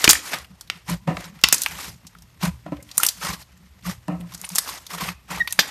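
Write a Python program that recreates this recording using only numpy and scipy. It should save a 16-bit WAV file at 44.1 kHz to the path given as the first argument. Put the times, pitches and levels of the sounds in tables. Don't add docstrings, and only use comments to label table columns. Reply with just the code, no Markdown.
import sys
import numpy as np
from scipy import signal
from scipy.fft import rfft, irfft, next_fast_len
from scipy.io import wavfile
from scipy.ndimage import uniform_filter1d, map_coordinates

SR = 44100
rng = np.random.default_rng(int(sys.argv[2]) if len(sys.argv) > 2 else 0)


def volts(x):
    e = np.asarray(x, float) / 20
    return 10 ** e


def materialize(psi):
    bounded = np.clip(np.atleast_2d(psi).T, -1, 1)
    quanta = np.round(bounded * 32767).astype(np.int16)
    wavfile.write(sys.argv[1], SR, quanta)


N = 251370


def unit(x):
    return x / np.sqrt(np.mean(x ** 2, axis=-1, keepdims=True) + 1e-20)


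def peaked(x, level_db):
    return volts(level_db) * x / np.abs(x).max()


def along(points, hz):
    f, v = np.transpose(points)
    return np.interp(np.log(hz + 1), np.log(f + 1), v)


def wobble(rate):
    knots = rng.standard_normal(int(N * rate / SR) + 4)
    return map_coordinates(knots, [np.arange(N) * rate / SR])


def filtered(x, response):
    m = next_fast_len(x.shape[-1] + 4096)
    return irfft(rfft(x, m) * response(np.fft.rfftfreq(m, 1 / SR)), m)[..., :x.shape[-1]]


def coloured(x, colour):
    return filtered(x, lambda f: volts(along(colour, f)))


def mode(f, hz, width_hz):
    return 1j * f * width_hz / (hz * hz - f * f + 1j * f * width_hz)


def crackle(n, spiky_db):
    return rng.standard_normal(n) * volts(spiky_db * np.minimum(rng.exponential(size=n), 3.5))


def strokes(starts, holds, levels_db, rise, sag, fall):
    out = np.full(N // 64 + 2, -120.)
    t = np.arange(len(out)) * 64 / SR
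    for s, hold, db in zip(starts, holds, levels_db):
        before, held = np.maximum(s - t, 0), np.clip(t - s, 0, hold)
        after = np.maximum(t - s - hold, 0)
        out = np.maximum(out, db - rise * before - sag * held - fall * after)
    return np.interp(np.arange(N) / SR, t, out)


# pitch_hz [Hz], level_db [dB per Hz]
HUSH_COLOUR = [(18, -23), (30, 6.5), (80, 11), (187, -8), (500, -10.5), (1030, -15.5), (1440, -49.5),
               (2120, -56), (2540, -13), (5950, -19), (10500, -27), (12900, -13.5), (14300, -47.5)]


def hush():
    return volts(-60) * unit(coloured(rng.standard_normal(N), HUSH_COLOUR))


# pitch_hz [Hz], t60_s [s]
ROOM_DECAY = [(200, 0.5), (2000, 0.34), (6000, 0.28), (14000, 0.21)]


def room(x):
    out, step = np.zeros(N + 2 * SR), SR // 3
    for start in range(0, N, step):
        hz, t, z = signal.stft(rng.standard_normal(SR // 2), SR, nperseg=256)
        decay = volts(-60 * t / along(ROOM_DECAY, hz)[:, None])
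        tail = signal.istft(z * decay, SR, nperseg=256)[1]
        echo = signal.fftconvolve(x[start:start + step], tail / np.linalg.norm(tail))
        out[start + 200:][:len(echo)] += echo
    return out[:N]


TABLE_HZ = 174.3
# pitch_hz [Hz], level_db [dB per Hz]
RUMBLE_COLOUR = [(20, -49), (45, 2), (58, 6.5), (75, 7), (95, -11.5), (120, 1), (200, -35)]
# start_s [s], hold_s [s], level_db [dB]
PHONE_JOLTS = [(0.114, .01, -43), (0.374, 0.11, -48), (0.918, 0.0095, -37.5), (1.12, 0.038, -39),
               (1.454, 0.0068, -42.5), (1.704, 0.035, -44), (1.899, 0.0095, -40), (2.2, .03, -50.5),
               (2.466, 0.053, -36.5), (2.713, 0.12, -48), (3.301, 0.018, -39), (3.707, 0.11, -55),
               (3.898, 0.0075, -34), (4.123, 0.23, -45), (4.694, 0.11, -52), (5.057, 0.037, -39.5),
               (5.376, 0.011, -42.5), (5.6, .01, -58)]


def phone_rumble():
    restless = rng.standard_normal(N) * volts(6.5 * wobble(25))
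    hum = unit(filtered(restless, lambda f: mode(f, TABLE_HZ, 30) * mode(f, TABLE_HZ, 86)))
    rumble = unit(coloured(rng.standard_normal(N), RUMBLE_COLOUR))
    shake_db = strokes(*np.transpose(PHONE_JOLTS), rise=259.5, sag=15, fall=140.5)
    shake_db = np.maximum(shake_db, -57)
    return volts(shake_db) * (rumble + 0.26 * hum) + volts(-62.5) * hum


# pitch_hz [Hz], width_hz [Hz], level_db [dB]
TABLE_MODES = [(296, 47, 3), (470.6, 350, -7), (497, 94, -0.5), (637, 57, -1.5), (755, 25, 1),
               (985, 83, -3.5), (1310, 100, -7), (1786, 100, -13.5), (2080, 90, -17.5), (2450, 200, -19),
               (2860, 150, -18.5)]


def table_top(f):
    return sum((-1) ** k * volts(db) * mode(f, hz, w) for k, (hz, w, db) in enumerate(TABLE_MODES))


# middle_s [s], peak_db [dB], length_s [s]
PRESSES = [(0.08, -10, 0.0014), (0.345, -40.5, 0.021), (0.894, -27.5, 0.009), (0.909, -22, 0.0029),
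           (0.929, -21, 0.042), (1.089, -15, 0.017), (1.12, -27, 0.042), (1.27, -40, 0.031),
           (1.368, -40, 0.016), (2.443, -16, 0.016), (2.485, -19, 0.024), (2.67, -34, 0.016),
           (2.696, -36, 0.019), (2.73, -27.5, .012), (3.251, -33, 0.018), (3.302, -30, 0.018),
           (3.338, -32.5, 0.018), (3.873, -29, .021), (3.894, -23, 0.02), (4.096, -21.5, 0.016),
           (4.138, -25.5, 0.053), (4.201, -30.5, 0.0057), (4.231, -31.5, 0.072), (4.53, -34, 0.025),
           (4.959, -36.5, 0.038), (5.031, -26.5, 0.014), (5.1, -32, 0.038), (5.317, -33, 0.019),
           (5.357, -33.5, .037), (5.408, -42, 0.052), (5.593, -25, 0.0077), (5.612, -37, 0.011),
           (1.19, -35.5, 0.026), (1.302, -40.5, 0.014), (4.35, -40.5, 0.031)]
KICK_DB, KICK_S = -41.5, .007


def presses():
    lead = 3000
    t = np.arange(-lead, lead) / SR
    boom, force = np.zeros((2, N + SR))
    pushes = PRESSES + [(s + KICK_S, db + KICK_DB, KICK_S) for s, db, *_ in BURSTING_POCKETS]
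    for s, db, length in pushes:
        detune, turn = rng.standard_normal(2)
        swell = volts(db) * np.exp(-np.log(16) * (t / length) ** 2)
        where = slice(round(s * SR), round(s * SR) + len(t))
        boom[where] += swell * np.sin(2 * np.pi * TABLE_HZ * (1 + 0.025 * detune) * t + 9 * turn)
        force[where] += swell
    stir = unit(filtered(rng.standard_normal(N), table_top))
    return boom[lead:][:N] + volts(-20.5) * force[lead:][:N] * stir


# start_s [s], hold_s [s], wet_db [dB squelch], fizz_over_wet_db [dB]
SLOW_SQUEEZES = [(0.005, 0.17, -35, 3.5), (0.27, 0.089, -38.5, 4), (0.34, 0.012, -29.5, -2),
                 (0.73, 0.055, -53, -1.5), (1.09, 0.1, -55.5, -26), (1.19, 0.07, -43.5, -2),
                 (1.35, 0.12, -53.5, -2.5), (1.58, 0.088, -45, 11.5), (1.72, 0.033, -41, 2),
                 (1.79, 0.066, -38.5, 4.5), (1.85, 0.033, -41.5, 4.5), (2.67, 0.0091, -55, -12),
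                 (2.73, 0.1, -59, -14), (2.9, 0.046, -55.5, 4.5), (3.03, 0.023, -35, 6),
                 (3.23, .015, -41, 6.5), (3.39, 0.023, -51.5, 5.5), (4.1, 0.14, -60, -8.5),
                 (4.31, 0.052, -50.5, 0), (4.43, 0.043, -50, 6), (4.52, .03, -51.5, 9.5),
                 (4.585, 0.0078, -42, 10), (4.64, .04, -47, 7), (4.79, .07, -54, 3), (5.41, .05, -56, 4),
                 (5.5, 0.024, -53, 8), (5.62, 0.06, -38, 0)]
# start_s [s], hold_s [s], wet_db [dB squelch], fizz_over_wet_db [dB]
HAND_PEELS = [(0.892, 0.046, -34, 0.8), (2.432, 0.035, -30, 0), (3.228, .018, -33, 2.5),
              (3.25, 0.012, -29.5, 1), (3.268, 0.024, -30.5, 0.5), (3.303, 0.015, -34.5, 0.5),
              (3.33, 0.011, -37.5, 5), (3.865, 0.055, -35, 3), (4.68, 0.1, -37.5, 3.5),
              (4.904, 0.02, -40, 1), (4.936, 0.014, -33, 2.5), (4.982, .01, -36, 0),
              (5.008, 0.02, -30.5, -1), (5.041, 0.008, -31.5, -1), (5.058, 0.016, -34, 1.5),
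              (5.086, 0.0058, -32.5, -3), (5.102, 0.012, -38, -2), (5.308, 0.092, -32.5, -3.5)]


def effort():
    levels = [np.full((2, N), [[-63], [-64.5]])]
    squeeze_shape = dict(rise=232.5, sag=17, fall=264)
    peel_shape = dict(rise=745, sag=70, fall=546)
    for rows, shape in ((SLOW_SQUEEZES, squeeze_shape), (HAND_PEELS, peel_shape)):
        s, hold, wet_db, over_db = np.transpose(rows)
        levels.append([strokes(s, hold, db, **shape) for db in (wet_db, wet_db + over_db)])
    return np.max(levels, axis=0)


def bubbles(count, centre_hz, octaves, cycles, spiky_db):
    draw, t = rng.random((count, 3)), np.arange(256) / SR
    hz = np.clip(centre_hz * 2 ** (octaves * rng.standard_normal((count, 1))), 400, 14000)
    size_db = -spiky_db * np.log(draw[:, 1:2] + 0.018)
    age = t * hz / (cycles * (.5 + draw[:, 2:]))
    ring = volts(size_db) * age * np.exp(-3 * age) * np.sin(2 * np.pi * hz * t * (1 + 0.1 * age))
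    where = (draw[:, :1] * N).astype(int) + np.arange(256)
    return unit(np.bincount(where.ravel(), ring.ravel(), N + 256)[:N])


def rush(colour, patchy_db):
    z = signal.stft(rng.standard_normal(N), nperseg=256)[2]
    field = uniform_filter1d(rng.standard_normal(z.shape), size=5, axis=0)
    field = uniform_filter1d(field, size=4, axis=1)
    noise = signal.istft(z * volts(patchy_db * field / field.std()), nperseg=256)[1][:N]
    return unit(coloured(noise, colour))


# pitch_hz [Hz], level_db [dB per Hz]
WET_COLOUR = [(150, -45), (250, -8), (640, -13), (792, -39.5), (1030, -10), (1450, -20.5), (1860, -3),
              (5000, -14.5), (6500, -36), (11000, -120)]
# pitch_hz [Hz], level_db [dB per Hz]
FIZZ_COLOUR = [(1760, -16), (3000, -11), (5300, -2.5), (7490, -5.5), (8150, -7), (10500, -4.5),
               (11300, -3.5), (13300, -5), (14300, -28)]


def paste():
    wet_db, fizz_db = effort()
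    lumps_db = 1.1 * wobble(45) + 1.6 * wobble(160)
    wet = bubbles(count=8000, centre_hz=1288, octaves=.55, cycles=5.0, spiky_db=1.5)
    wet = wet + rush(WET_COLOUR, patchy_db=1.5)
    fizz = bubbles(count=14000, centre_hz=5900, octaves=0.57, cycles=3.4, spiky_db=3.5)
    fizz = .5 * fizz + rush(FIZZ_COLOUR, patchy_db=3)
    squelch = unit(volts(lumps_db) * wet)
    tearing = unit(volts(lumps_db + 0.85 * wobble(90)) * fizz)
    return volts(wet_db) * squelch + volts(fizz_db) * tearing


def slit(t, start, end, open_s, close_s):
    return (1 + np.tanh((t - start) / open_s)) * (1 + np.tanh((end - t) / close_s)) / 4


# start_s [s], end_s [s], first_pitch_hz [Hz], last_pitch_hz [Hz], level_db [dB]
AIR_JET = (5.4045, 5.4215, 1925, 1850, -15.5)
# start_s [s], end_s [s], pitch_hz [Hz], level_db [dB]
SLIT_LEAKS = [(5.428, 5.444, 1885, -41), (5.452, 5.474, 1880, -39), (5.503, 5.523, 1862, -41.5),
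              (5.39, 5.4, 1950, -42)]


def whistle():
    start, end, first_hz, last_hz, db = AIR_JET
    t = np.arange(N) / SR
    phase = 2 * np.pi * np.cumsum(np.interp(t, [start, end], [first_hz, last_hz])) / SR
    tone = np.sin(phase)
    tone += volts(-23.5 + 3.6 * wobble(300)) * np.sin(2 * phase)
    tone += volts(-36 + 4 * wobble(300)) * np.sin(3 * phase)
    out = volts(db) * tone * slit(t, start, end, .0028, .003)
    for a, b, hz, level_db in SLIT_LEAKS:
        leak = np.sin(2 * np.pi * hz * t) * slit(t, a, b, 0.0056, .002)
        out += volts(level_db + 2.5 * wobble(150)) * leak
    return np.sqrt(2) * out


# start_s [s], knock_db [dB], slap_over_knock_db [dB], t60_s [s], flattening_s [s]
LUMP_LANDINGS = [
    (1.077, -17.5, -7, 0.22, 0.029),
    (2.662, -33.5, -16, 0.13, 0.023),
    (2.722, -30, -6, 0.086, 0.014),
    (4.083, -25, -15, 0.2, 0.04),
]


def thuds():
    out, t = np.zeros(N + SR), np.arange(SR // 4) / SR
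    lead = 230
    for s, db, slap_db, t60, spread_s in LUMP_LANDINGS:
        flat = np.maximum(t - spread_s, 0)
        push = rng.standard_normal(len(t)) * (volts(-60 * flat / t60) + .6 * volts(-60 * t / 0.03))
        push *= 1 - np.exp(-t / 0.004)
        push[lead:lead + 40] += 2.4 * np.hanning(40)
        knock = filtered(push, table_top)
        wet = crackle(len(t), spiky_db=-1.5) * (volts(-60 * flat / 0.2) + 1.5 * volts(-60 * t / .04))
        wet *= 1 - np.exp(-t / 0.0027)
        wet[lead + 20] += 15
        slap = filtered(wet, lambda f: mode(f, 1900, 900) + 0.33 * mode(f, 2300, 600))
        landing = peaked(knock, db + 4.0) + peaked(slap, db + slap_db + 4.0)
        out[round(s * SR) - lead:][:len(t)] += landing
    return out[:N]


# start_s [s], peak_db
# [dB], pitch_hz [Hz], t60_s [s]
CLOSING_POCKETS = [(0.154, -12, 1810, 0.017), (0.896, -24, 985, 0.033), (2.051, -42, 1100, 0.013),
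                   (2.153, -33.5, 1325, 0.014), (3, -18, 1317, 0.035), (3.252, -28, 1260, 0.051),
                   (3.269, -23.5, 1060, 0.041), (3.304, -25.5, 1000, 0.02), (3.854, -31, 1154, 0.043),
                   (4.321, -43, 1004, 0.081), (4.44, -33.5, 905, 0.03), (4.477, -38, 1080, 0.019),
                   (4.502, -39, 900, 0.036), (4.676, -20, 1090, 0.0081), (4.908, -25, 1100, 0.013),
                   (5.014, -27, 1006, 0.077), (5.313, -29, 1030, 0.029), (5.088, -24.5, 1150, 0.019),
                   (4.691, -26, 1054, 0.023), (4.94, -27, 1150, 0.023), (2.79, -44, 520, 0.075),
                   (2.8, -50, 2040, .06), (2.825, -51, 515, 0.063), (1.169, -27, 1250, .025),
                   (5.02, -25, 1080, .02), (0.0775, -3, 2350, .018), (2.436, -22, 1000, .02),
                   (2.45, -25, 1050, .018), (2.46, -23, 1000, .02), (2.444, -27, 2300, .015),
                   (3.215, -33, 1300, .03), (3.27, -27, 1900, .025), (3.283, -30, 1950, .02),
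                   (3.304, -32, 2150, .03), (3.365, -38, 1100, .02), (3.896, -29, 1150, .03),
                   (3.876, -31, 900, .025), (4.982, -29, 1270, .015), (5.088, -22, 2500, .015),
                   (4.448, -27, 9100, .03), (4.452, -26, 9300, .03), (5.33, -30, 900, .025),
                   (5.345, -30, 1200, .025), (5.375, -30, 850, .03), (5.385, -33, 1200, .03),
                   (4.72, -36, 950, .02), (4.95, -35, 700, .025), (0.335, -27, 700, .03),
                   (0.345, -24, 1200, .02)]
# start_s [s], peak_db [dB], pitch_hz [Hz], t60_s [s]
TABLE_RINGS = [(2.723, -26, 291, .09), (2.723, -30, 545, .04), (2.724, -40, 1023, .07),
               (2.664, -36, 700, .06), (2.664, -42, 1400, .04), (2.664, -45, 1860, .04),
               (4.084, -29, 612, .07), (4.083, -33, 1750, .02), (4.083, -34, 2700, .015),
               (1.079, -24, 291, .1), (1.079, -27, 604, .08), (1.08, -28, 730, .08), (0.078, -16, 300, .05),
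               (0.043, -20, 420, .03)]


def blips():
    out, t = np.zeros(N + SR), np.arange(4096) / SR
    for rows, rise in ((CLOSING_POCKETS, 3), (TABLE_RINGS, 0)):
        for s, db, hz, t60 in rows:
            ring = np.sin(2 * np.pi * hz * t * (1 + rise * t)) * volts(-60 * t / t60)
            ring *= 1 - np.exp(-t / 0.00068)
            out[round(s * SR) - 40:][:len(t)] += volts(db + 3.0) * ring
    return out[:N]


def pop(hz, t60, levels_db, lead):
    t = (np.arange(6144) - lead) / SR
    opened = t >= 0
    after = np.abs(t) * opened
    burst = volts(-60 * after / max(t60, .004))
    stretch = volts(-14.0 + 60 * t / 0.0028)
    tear = crackle(len(t), spiky_db=6.0) * np.where(opened, burst, stretch)
    tear += rng.standard_normal(len(t)) * volts(-14.0 - 60 * after / 0.058) * opened
    tear[lead + 4] += 14
    chambers = np.clip(hz * 2 ** (.6 * rng.standard_normal(5)), 300, 13000)

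    def pocket(f):
        side = sum(mode(f, c, max(c / 16, 220)) for c in chambers)
        return mode(f, hz, 0.8 * hz) * mode(f, 1.114 * hz, 1.4 * hz) + volts(-8.5) * side

    cavity = filtered(tear, pocket)
    body = filtered(tear, lambda f: mode(f, 1400, 990) + 0.099 * mode(f, 360, 340))
    snap = filtered(tear, lambda f: mode(f, 9500, 7100) * mode(f, 12000, 15000))
    return sum(peaked(part, db) for part, db in zip((cavity, body, snap), levels_db))


# start_s [s], peak_db [dB], pitch_hz [Hz cavity], snap_over_peak_db [dB], t60_s [s]
BURSTING_POCKETS = [(0.0215, -16, 5540, -14, .024), (0.042, 8, 5200, -18, .033),
                    (0.077, 7, 2316, -16, 0.016), (0.0917, 10, 6360, -16, 0.045),
                    (0.333, -16, 2180, -27, 0.07), (0.61, -22.5, 5260, -5.5, 0.0356),
                    (0.7, -5.5, 2520, -51.5, 0.015), (0.899, -17.5, 6450, -3.5, .026),
                    (1.1698, -22, 1910, -38, 0.021), (1.438, 11, 3700, -26, .018),
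                    (1.487, 0, 4800, -6, 0.009), (1.5255, 8, 6900, -19, 0.04),
                    (1.543, -1.5, 6744, -9, .054), (1.6856, -20.5, 6190, -9, 0.016),
                    (2.9723, -24, 6220, 0, 0.031), (2.9795, 2, 8630, -3.5, 0.017),
                    (3.0028, -11.5, 7320, -11, 0.0077), (3.0331, -7.5, 2240, 7, 0.024),
                    (4.3467, -16.5, 5700, -26, 0.034), (4.415, -17, 7270, -6, 0.016),
                    (4.5567, -4, 6856, -9, .026), (4.5834, -2.5, 5210, -1.5, .035),
                    (5.4753, -13, 2530, -8, .026), (5.5905, -3, 1800, -22, .03)]
# start_s [s], peak_db [dB], pitch_hz [Hz], snap_over_peak_db [dB], t60_s [s]
CRACKING_FILMS = [(0.042, 0, 2500, -36.5, 0.03), (0.0975, 12, 5900, -10, 0.025),
                  (0.101, -3, 2200, -35, .042), (0.107, 15, 6100, -8, .04), (0.1319, 0, 2250, 0, .012),
                  (0.1556, -17, 1750, -6, .024), (1.441, 1, 2500, -34.5, 0.027),
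                  (1.5256, -7, 2570, -36, 0.068), (1.5815, -15, 6400, -15.5, .033),
                  (1.6183, -7.5, 6540, -4, 0.045), (1.6351, -13.5, 5300, 2, 0.014),
                  (1.6615, -6.5, 2270, -9.5, 0.026), (2.0685, -25, 5850, -17.5, 0.04),
                  (2.914, -20, 4500, -20, 0.03), (3.0485, -10.5, 3940, 3.5, 0.036),
                  (3.0648, -6, 7060, 3.5, 0.028), (3.087, -2.5, 5600, -8, 0.033),
                  (4.4487, -32.5, 7830, -2, 0.066), (4.4903, -15.5, 7500, -18.5, .025),
                  (4.5835, -14, 2000, -39.5, 0.023), (4.5628, -10, 5690, -6, 0.027),
                  (5.5251, -15, 6400, 7.5, 0.018), (5.526, -23, 2400, -42, 0.025),
                  (5.592, 2, 4300, -14, .08), (5.591, -15, 482, -45, 0.054), (1.4385, -2, 4700, -30, .025),
                  (1.526, -21, 327, -44.5, 0.028), (1.662, -18, 1300, -45, .03),
                  (1.242, -27.5, 3700, -18.5, .05), (1.173, -26, 560, -45, .04),
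                  (4.082, -27.5, 6400, -14, 0.011), (5.607, -9, 3520, -19.5, 0.037),
                  (4.437, -29, 2500, -30, .03), (4.465, -34, 3000, -30, .03), (2.662, -43, 3400, -20, .04),
                  (2.868, -46, 2200, -20, .03), (2.405, -40, 2200, -30, .05), (0.012, -30, 5500, -20, .04),
                  (4.535, -30, 3500, -10, .04), (0.051, -10, 1500, -40, .04)]
# start_s [s], peak_db [dB], pitch_hz [Hz cavity]
TICKING_BUBBLES = [(0.386, -22.5, 5700), (0.4454, -34, 2470), (0.6752, -35, 3700), (1.3903, -38, 1910),
                   (1.4138, -30.5, 5100), (1.6117, -22.5, 7160), (1.711, -24.5, 2200), (2.049, -49, 2160),
                   (2.15, -43, 2234), (2.1858, -36.5, 4550), (2.222, -33.5, 5440), (2.804, -44, 2030),
                   (2.8262, -33, 7500), (2.8898, -35, 2400), (2.947, -42, 1400), (3.425, -33, 4040),
                   (3.5752, -45, 6450), (4.21, -34, 2600), (4.3217, -30.5, 3660), (4.3382, -24.5, 4500),
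                   (4.3775, -29, 5970), (4.4432, -24, 2500), (4.5016, -25.5, 3740), (4.5186, -28, 5460),
                   (4.551, -20, 7450), (4.6903, -19, 3540), (4.866, -20.5, 4800), (4.984, -24, 2680),
                   (5.088, -18.5, 2440), (5.5072, -22, 5000), (1.753, -26.5, 2860), (1.788, -27, 1150),
                   (3.334, -23, 4530), (3.228, -24.5, 1250), (1.355, -44.5, 1950), (5.041, -21.5, 2600),
                   (2.768, -41, 2295), (4.204, -39.5, 9100), (0.018, -22, 5200), (0.0235, -22, 1800),
                   (0.147, -14, 6400), (1.484, -20, 1300), (2.415, -30, 4150), (2.422, -28, 4650),
                   (2.428, -24, 2920), (2.434, -17, 4200), (2.45, -24, 2200), (2.459, -27, 6000),
                   (3.25, -22, 5000), (4.696, -22, 5200), (4.905, -31, 5000), (4.936, -27, 4700),
                   (5.059, -27, 2200), (5.018, -27, 4600), (3.825, -42, 3000), (3.876, -30, 2800),
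                   (3.898, -28, 3000), (5.559, -40, 1900), (4.66, -32, 1000), (5.118, -34, 5000)]


def pops():
    out, lead = np.zeros(N + SR), 220
    rows = [(*row, -12 - 4.5 * np.log2(row[2] / 3500)) for row in BURSTING_POCKETS]
    rows += [(*row, -42.5) for row in CRACKING_FILMS]
    rows += [(*row, -6.5, 0.036, -21.5) for row in TICKING_BUBBLES]
    for s, db, hz, snap_db, t60, body_db in rows:
        sound = pop(hz, t60, (db - .1, db + body_db + 2.0, db + snap_db + 7.0), lead)
        out[round(s * SR) - lead:][:len(sound)] += sound
    return out[:N]


def scene():
    sharp = pops() + blips() + thuds()
    jet = whistle()
    echo = volts(-15.5) * room(sharp + .45 * jet)
    soft = echo + paste() + presses() + phone_rumble() + hush()
    soft = filtered(soft, lambda f: 1 / (1 + (f / 14200) ** 80))
    return (sharp + jet + soft)[None]


def low_pass(x):
    return signal.sosfilt(signal.butter(12, 16040, fs=SR, output="sos"), x)


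# pitch_hz [Hz], level_db [dB]
OVERALL_COLOUR = [(30, -5), (100, 2.5), (9300, -1), (10500, -6.5), (11700, -2.5), (13800, -3.5), (14400, -26),
                  (16000, -24.5)]


def record(dry):
    x = coloured(dry, OVERALL_COLOUR)
    x = x / (1 + np.abs(x / .97) ** 12) ** (1 / 12)
    mix = filtered(x, lambda f: 1 - 1 / (1 + (f / 35) ** 4))
    return low_pass(mix)


dry = scene()
out = record(dry)
materialize(out)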